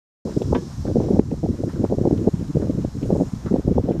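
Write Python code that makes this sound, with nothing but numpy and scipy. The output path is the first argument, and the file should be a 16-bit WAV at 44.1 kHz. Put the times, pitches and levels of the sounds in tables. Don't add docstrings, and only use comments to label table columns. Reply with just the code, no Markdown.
import sys
import numpy as np
from scipy import signal
from scipy.fft import rfft, irfft
from scipy.io import wavfile
from scipy.ndimage import uniform_filter1d, minimum_filter1d, map_coordinates

SR = 44100
rng = np.random.default_rng(int(sys.argv[2]) if len(sys.argv) > 2 else 0)


def persist_wave(psi):
    counts = np.round(np.clip(psi, -1, 1) * 32767).astype(np.int16)
    wavfile.write(sys.argv[1], SR, np.atleast_2d(counts).T)


N = 176400

# f/Hz, level/dB
WHINE_TONES = [(11763, -80.5), (11795, -85), (11822, -78.5)]
# f/Hz, relative level/dB
LOW_HISS_SPECTRUM = [(2000, -30), (3200, -13.5), (4000, -4.5), (4500, -6.5), (5300, 0.5), (6000, -2),
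                     (7000, -11), (9000, -19), (12000, -27.5), (15000, -36.5)]
HIGH_HISS_SPECTRUM = [(4000, -26), (5800, -13), (6800, 1.5), (7500, -1), (8400, -5), (9200, -10.5),
                      (12000, -15), (15000, -28)]
TYRE_SPECTRUM = [(100, -6), (300, -1.5), (600, -4.5), (1000, -4.5), (1600, -12), (2500, -19), (4000, -21),
                 (8000, -38)]
HOOF_SPECTRUM = [(300, -12), (700, -1), (1300, 2), (1800, -2), (2400, -21), (4000, -20), (8000, -40)]
CRACK_SPECTRUM = [(300, -0.5), (550, 2), (780, -3), (1000, -2), (1600, -3.5), (2500, -10), (3700, -12),
                  (4400, -31), (8000, -47)]
RUMBLE_SPECTRUM = [(12, -13), (25, -20), (55, -3), (95, 0), (140, -2.5), (220, -25), (500, -82)]
# t/s, level/dB
LOW_HISS_FADER = [(.26, -52.5), (.55, -51.5), (1.17, -54.5), (1.5, -55), (2, -57.5), (3.3, -56.5),
                  (3.8, -59), (4, -61)]
HIGH_HISS_FADER = [(.26, -57.5), (.6, -58), (1.15, -59.5), (1.35, -57.5), (1.95, -60.5), (2.4, -58.5),
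                   (2.95, -60.5), (3.2, -56), (3.5, -61), (4, -65)]
# t/s, level/dB, f/Hz, t60/s
HARNESS_TICKS = [(0.419, -39.5, 3350, 0.039), (.803, -57, 11500, .05), (1.098, -54, 9100, .04),
                 (1.31, -43, 2500, .04), (1.844, -48.5, 2200, .04), (2.176, -48, 3300, .05),
                 (2.397, -47, 3000, .03), (2.478, -45.5, 3500, 0.031), (2.708, -46, 3520, .03),
                 (2.814, -48, 2500, .04), (3.027, -46, 3000, .08), (3.055, -57, 9300, .2),
                 (3.35, -49, 4500, .04), (3.46, -51, 3500, .04), (3.562, -46, 3500, .03),
                 (3.895, -50, 3300, .04), (3.918, -50, 2700, 0.055)]
# t/s, level/dB
HOOF_SCUFFS = [(.865, -40.5), (1.69, -40), (1.755, -44), (2.615, -40), (3.459, -35), (3.481, -43.5)]
# f/Hz, relative level/dB, t60/s
FRAME_MODES = [(255.4, 7, 0.14), (469, 2, 0.17), (690, -14, .08), (885, -10, 0.088), (972, -0.5, 0.098),
               (1147, -17, 0.19), (1550, -11, 0.08), (1701, -21.5, 0.28), (2220, -29, .065),
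               (2620, -24, .06), (3090, -21, 0.12), (3550, -17, 0.044)]
# t/s, relative level/dB
RUMBLE_FADER = [(0.26, -41), (0.36, -32), (0.53, -22), (0.64, -58), (0.79, -28.5), (1.7, -30.5),
                (1.73, -31), (1.97, -26), (2.1, -36.5), (2.2, -26), (2.52, -41), (2.56, -30.5), (3.03, -29),
                (3.06, -21), (3.33, -39.5), (3.78, -21.5), (3.96, -45), (3.98, -19.5)]
FLOW_FADER = [(.26, -23.5), (.4, -27), (.56, -24), (.72, -33.5), (.82, -30), (.94, -26.5), (1.17, -21),
              (1.26, -28), (1.41, -30), (1.55, -24.5), (1.72, -26), (2.1, -22.5), (2.37, -30.5),
              (2.425, -24.5), (2.47, -30.5), (2.66, -23), (2.93, -29), (3.16, -25), (3.4, -34.5),
              (3.54, -27), (3.63, -25.5), (3.74, -25), (3.98, -24.5)]
LULL_TIMES = [1.571, 1.72, 1.876, 1.963, 2.264, 2.305, 2.525, 2.905, 3.31, 3.63, 3.742, 3.835]
# t/s, length/s, relative level/dB, eddy f/Hz
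WIND_PUFFS = [(0.261, 0.011, -19, 326), (0.28, 0.027, -29, 390), (0.371, 0.012, -14.5, 231),
              (0.414, 0.017, -20.5, 270), (0.485, 0.017, -26.5, 230), (0.531, 0.011, -16.5, 410),
              (0.563, 0.011, -19, 288), (0.853, 0.012, -24, 330), (0.892, 0.034, -20.5, 278),
              (0.972, 0.032, -13, 256), (1.01, 0.016, -19, 360), (1.04, 0.035, -27.5, 354),
              (1.085, 0.021, -25.5, 338), (1.111, 0.01, -13.5, 320), (1.142, 0.023, -17.5, 240),
              (1.195, 0.012, -15, 323), (1.328, 0.023, -16.5, 300), (1.443, 0.016, -13, 261),
              (1.46, 0.015, -21, 293), (1.499, 0.021, -13, 166), (1.605, 0.011, -19, 235),
              (1.642, 0.012, -16, 248), (1.675, 0.019, -20, 200), (1.802, 0.028, -18.5, 221),
              (1.844, 0.016, -18.5, 380), (1.921, 0.028, -16.5, 317), (1.949, 0.009, -25, 195),
              (1.981, 0.011, -16.5, 230), (2.017, 0.0098, -11.5, 190), (2.057, 0.0097, -13, 305),
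              (2.074, 0.016, -13, 294), (2.116, 0.015, -16, 260), (2.133, 0.012, -10.5, 284),
              (2.167, 0.017, -23, 250), (2.196, 0.01, -22, 262), (2.222, 0.01217, -19, 190),
              (2.246, 0.021, -24.5, 296), (2.278, 0.016, -14.5, 278), (2.343, 0.013, -15.5, 236),
              (2.501, 0.014, -22.5, 180), (2.557, 0.0094, -14, 251), (2.572, 0.012, -13.5, 295),
              (2.605, 0.009, -20.5, 247), (2.631, 0.017, -20, 210), (2.704, 0.014, -15, 225),
              (2.746, 0.013, -20, 186), (2.783, 0.011, -17, 223), (2.85, 0.0095, -17, 239),
              (3.032, 0.02, -19.5, 272), (3.056, 0.014, -25, 224), (3.103, 0.017, -16.5, 324),
              (3.129, 0.018, -13.5, 290), (3.156, 0.016, -20, 294), (3.185, 0.0085, -17.5, 258),
              (3.215, 0.025, -13.5, 310), (3.34, 0.0096, -19.5, 165), (3.465, 0.025, -22.5, 195),
              (3.519, 0.015, -14, 302), (3.544, 0.012, -14.5, 322), (3.562, 0.013, -18, 288),
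              (3.589, 0.015, -16.5, 253), (3.681, 0.0093, -15.5, 290), (3.719, 0.015, -12.5, 226),
              (3.764, 0.012, -17.5, 254), (3.782, 0.011, -14, 360), (3.844, 0.011, -16.5, 215),
              (3.89, 0.022, -18.5, 272), (3.912, 0.012, -18.5, 320), (3.956, 0.021, -24.5, 255)]
# t/s, level/dB, f/Hz
WIND_SLAPS = [(0.3749, -13, 316), (0.5311, -7.5, 430), (1.111, -4, 320), (1.1961, 6.5, 268),
              (1.4425, -8, 280), (1.843, -11.5, 385), (2.0747, -5.5, 290), (2.132, -11, 280),
              (2.2744, -4.5, 241), (2.2795, -6.5, 420), (2.5579, -4, 222), (2.572, -7, 270),
              (3.1287, -6.5, 282), (3.211, -6, 396), (3.542, -7, 333), (3.681, -7.5, 300),
              (3.7838, -3, 393)]

EDDIES_PER_S, EDDY_LOG_PITCH_SPREAD, EDDY_SCATTER_DB = 300, 0.27, 4.5


def amp(db):
    return 10 ** (np.asarray(db) / 20)


def unit(x):
    return x / np.sqrt(np.mean(x ** 2) + 1e-20)


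def clock():
    return np.arange(N) / SR


def curve(rows):
    return np.interp(clock(), *np.transpose(rows))


def wobble(knots_per_s):
    return map_coordinates(rng.standard_normal(2000), [clock() * knots_per_s], mode="wrap")


def noise(spectrum, ripple_db=0):
    f, db = np.transpose(spectrum)
    hz = np.fft.rfftfreq(N, 1 / SR)
    ripple = np.interp(hz, np.linspace(0, SR / 2, 2200), rng.standard_normal(2200))
    shape_db = np.interp(np.log(hz + 1), np.log(f), db) + ripple_db * ripple
    return unit(irfft(rfft(rng.standard_normal(N)) * amp(shape_db), N))


def tone(hz):
    return np.sin(2 * np.pi * (hz * clock() + rng.random()))


def strike(start, attack_s, t60):
    age = np.maximum(clock() - start, 0)
    return (1 - np.exp(-age / attack_s)) * amp(-60 * age / t60)


def camera_whine():
    return sum(amp(db) * np.sqrt(2) * tone(hz) for hz, db in WHINE_TONES)


def hiss():
    low = amp(curve(LOW_HISS_FADER)) * noise(LOW_HISS_SPECTRUM, ripple_db=4.0)
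    high = amp(curve(HIGH_HISS_FADER)) * noise(HIGH_HISS_SPECTRUM, ripple_db=5.0)
    return low + high


def tyres(level_db=-48.5, flutter_db=1.07):
    return amp(level_db + flutter_db * wobble(25)) * noise(TYRE_SPECTRUM)


def harness():
    out = np.zeros(N)
    for start, db, hz, t60 in HARNESS_TICKS:
        colour = [(hz / 4, -16), (hz, 0), (hz * 1.25, -8), (hz * 3, -25)]
        out += amp(db) * strike(start, 0.00086, t60) * noise(colour)
    return out


def hooves():
    envelope = sum(amp(db) * strike(start, attack_s=.002, t60=0.1) for start, db in HOOF_SCUFFS)
    return envelope * noise(HOOF_SPECTRUM)


def cart_clunk(at_s=.5475, gain_db=-22.5):
    ring = sum(amp(db) * strike(at_s, 0.00087, t60) * tone(hz) for hz, db, t60 in FRAME_MODES)
    crack = amp(-4.5) * strike(at_s, attack_s=0.0016, t60=0.097) * noise(CRACK_SPECTRUM)
    return amp(gain_db) * (ring + crack)


def eddies(times, sizes, hz, skew):
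    index = np.round(times * SR).astype(int)[:, None] + np.arange(-500, 501)
    u = np.pi * np.maximum(hz, 95)[:, None] * (index / SR - times[:, None])
    even = np.cos(skew)[:, None] * (1 - 2 * u ** 2)
    odd = np.sin(skew)[:, None] * u * (2 - u ** 2)
    swing = (even + odd) * np.exp(-u ** 2)
    inside = (index >= 0) & (index < N)
    return np.bincount(index[inside], (sizes[:, None] * swing)[inside], minlength=N)


def turbulence(start, end, pitch_at):
    count = int((end - start) * EDDIES_PER_S) + 2
    jitter, size, pitch, skew = np.random.default_rng(rng.integers(2 ** 31)).random((count, 4)).T
    spread = lambda u: (2 * u - 1) * np.sqrt(3)
    times = start + (np.arange(count) + jitter) / EDDIES_PER_S
    sizes = amp(EDDY_SCATTER_DB * spread(size))
    hz = pitch_at(times) * np.exp(EDDY_LOG_PITCH_SPREAD * spread(pitch))
    return eddies(times, sizes, hz, 2 * np.pi * skew)


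def airflow(centre_hz=200, octaves_per_db=0.118, lull_db=-21.5, lull_s=0.012):
    t, flow_db = clock(), curve(FLOW_FADER)
    lulls = sum(np.exp(-((t - at) / lull_s) ** 2) for at in LULL_TIMES)
    lumps_db = 2.7 * wobble(36) + lull_db * lulls
    hz = centre_hz * 2 ** (octaves_per_db * (flow_db - flow_db.mean()))
    churn = unit(turbulence(0, N / SR, lambda times: np.interp(times, t, hz)))
    flow = amp(flow_db - 2.5 + lumps_db) * churn
    rumble = amp(curve(RUMBLE_FADER) + 0.5 + 0.72 * lumps_db) * noise(RUMBLE_SPECTRUM)
    return flow + rumble


def wind_puffs(trim_db=-.8, fall_over_rise=1.14):
    out, t = np.zeros(N), clock()
    for centre, length, db, hz in WIND_PUFFS:
        near = abs(t - centre) < 2 * length
        u = (t[near] - centre) / length
        swell = np.exp(-3.1 * np.where(u > 0, u / fall_over_rise, u) ** 2)
        puff = swell * turbulence(centre - 2 * length, centre + 2 * length, lambda times: hz)[near]
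        normalise = np.sqrt(0.97 * length * SR / np.sum(puff ** 2))
        out[near] += amp(db + trim_db) * puff * normalise
    return out


def wind_slaps():
    times, db, hz = np.transpose(WIND_SLAPS)
    return eddies(times, amp(db), hz, skew=np.full(len(times), .25))


def scene():
    wind = airflow() + wind_puffs() + wind_slaps()
    return (wind + hiss() + tyres() + cart_clunk() + hooves() + harness() + camera_whine())[None]


def record(dry, threshold_db=.7, attack_s=0.00038, recover_db_per_s=8.5, start_s=.25):
    t = clock()
    over_db = np.maximum(20 * np.log10(abs(dry[0]) + 1e-9) - threshold_db, 0)
    duck_db = np.maximum.accumulate(over_db + recover_db_per_s * t) - recover_db_per_s * t
    span = 2 * int(attack_s * SR) + 1
    held_db = -minimum_filter1d(-duck_db, span)
    gain = amp(-uniform_filter1d(held_db, span))
    fade_in = np.clip((t - start_s) / 0.0018, 0, 1)
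    clipped = np.clip(dry * gain, -1, 1) * fade_in
    notch = signal.iirnotch(7870, Q=50, fs=SR)
    high_cut = signal.ellip(12, .1, 90, 15000, fs=SR, output="sos")
    return signal.sosfilt(high_cut, signal.lfilter(*notch, clipped))


dry = scene()
out = record(dry)
persist_wave(out)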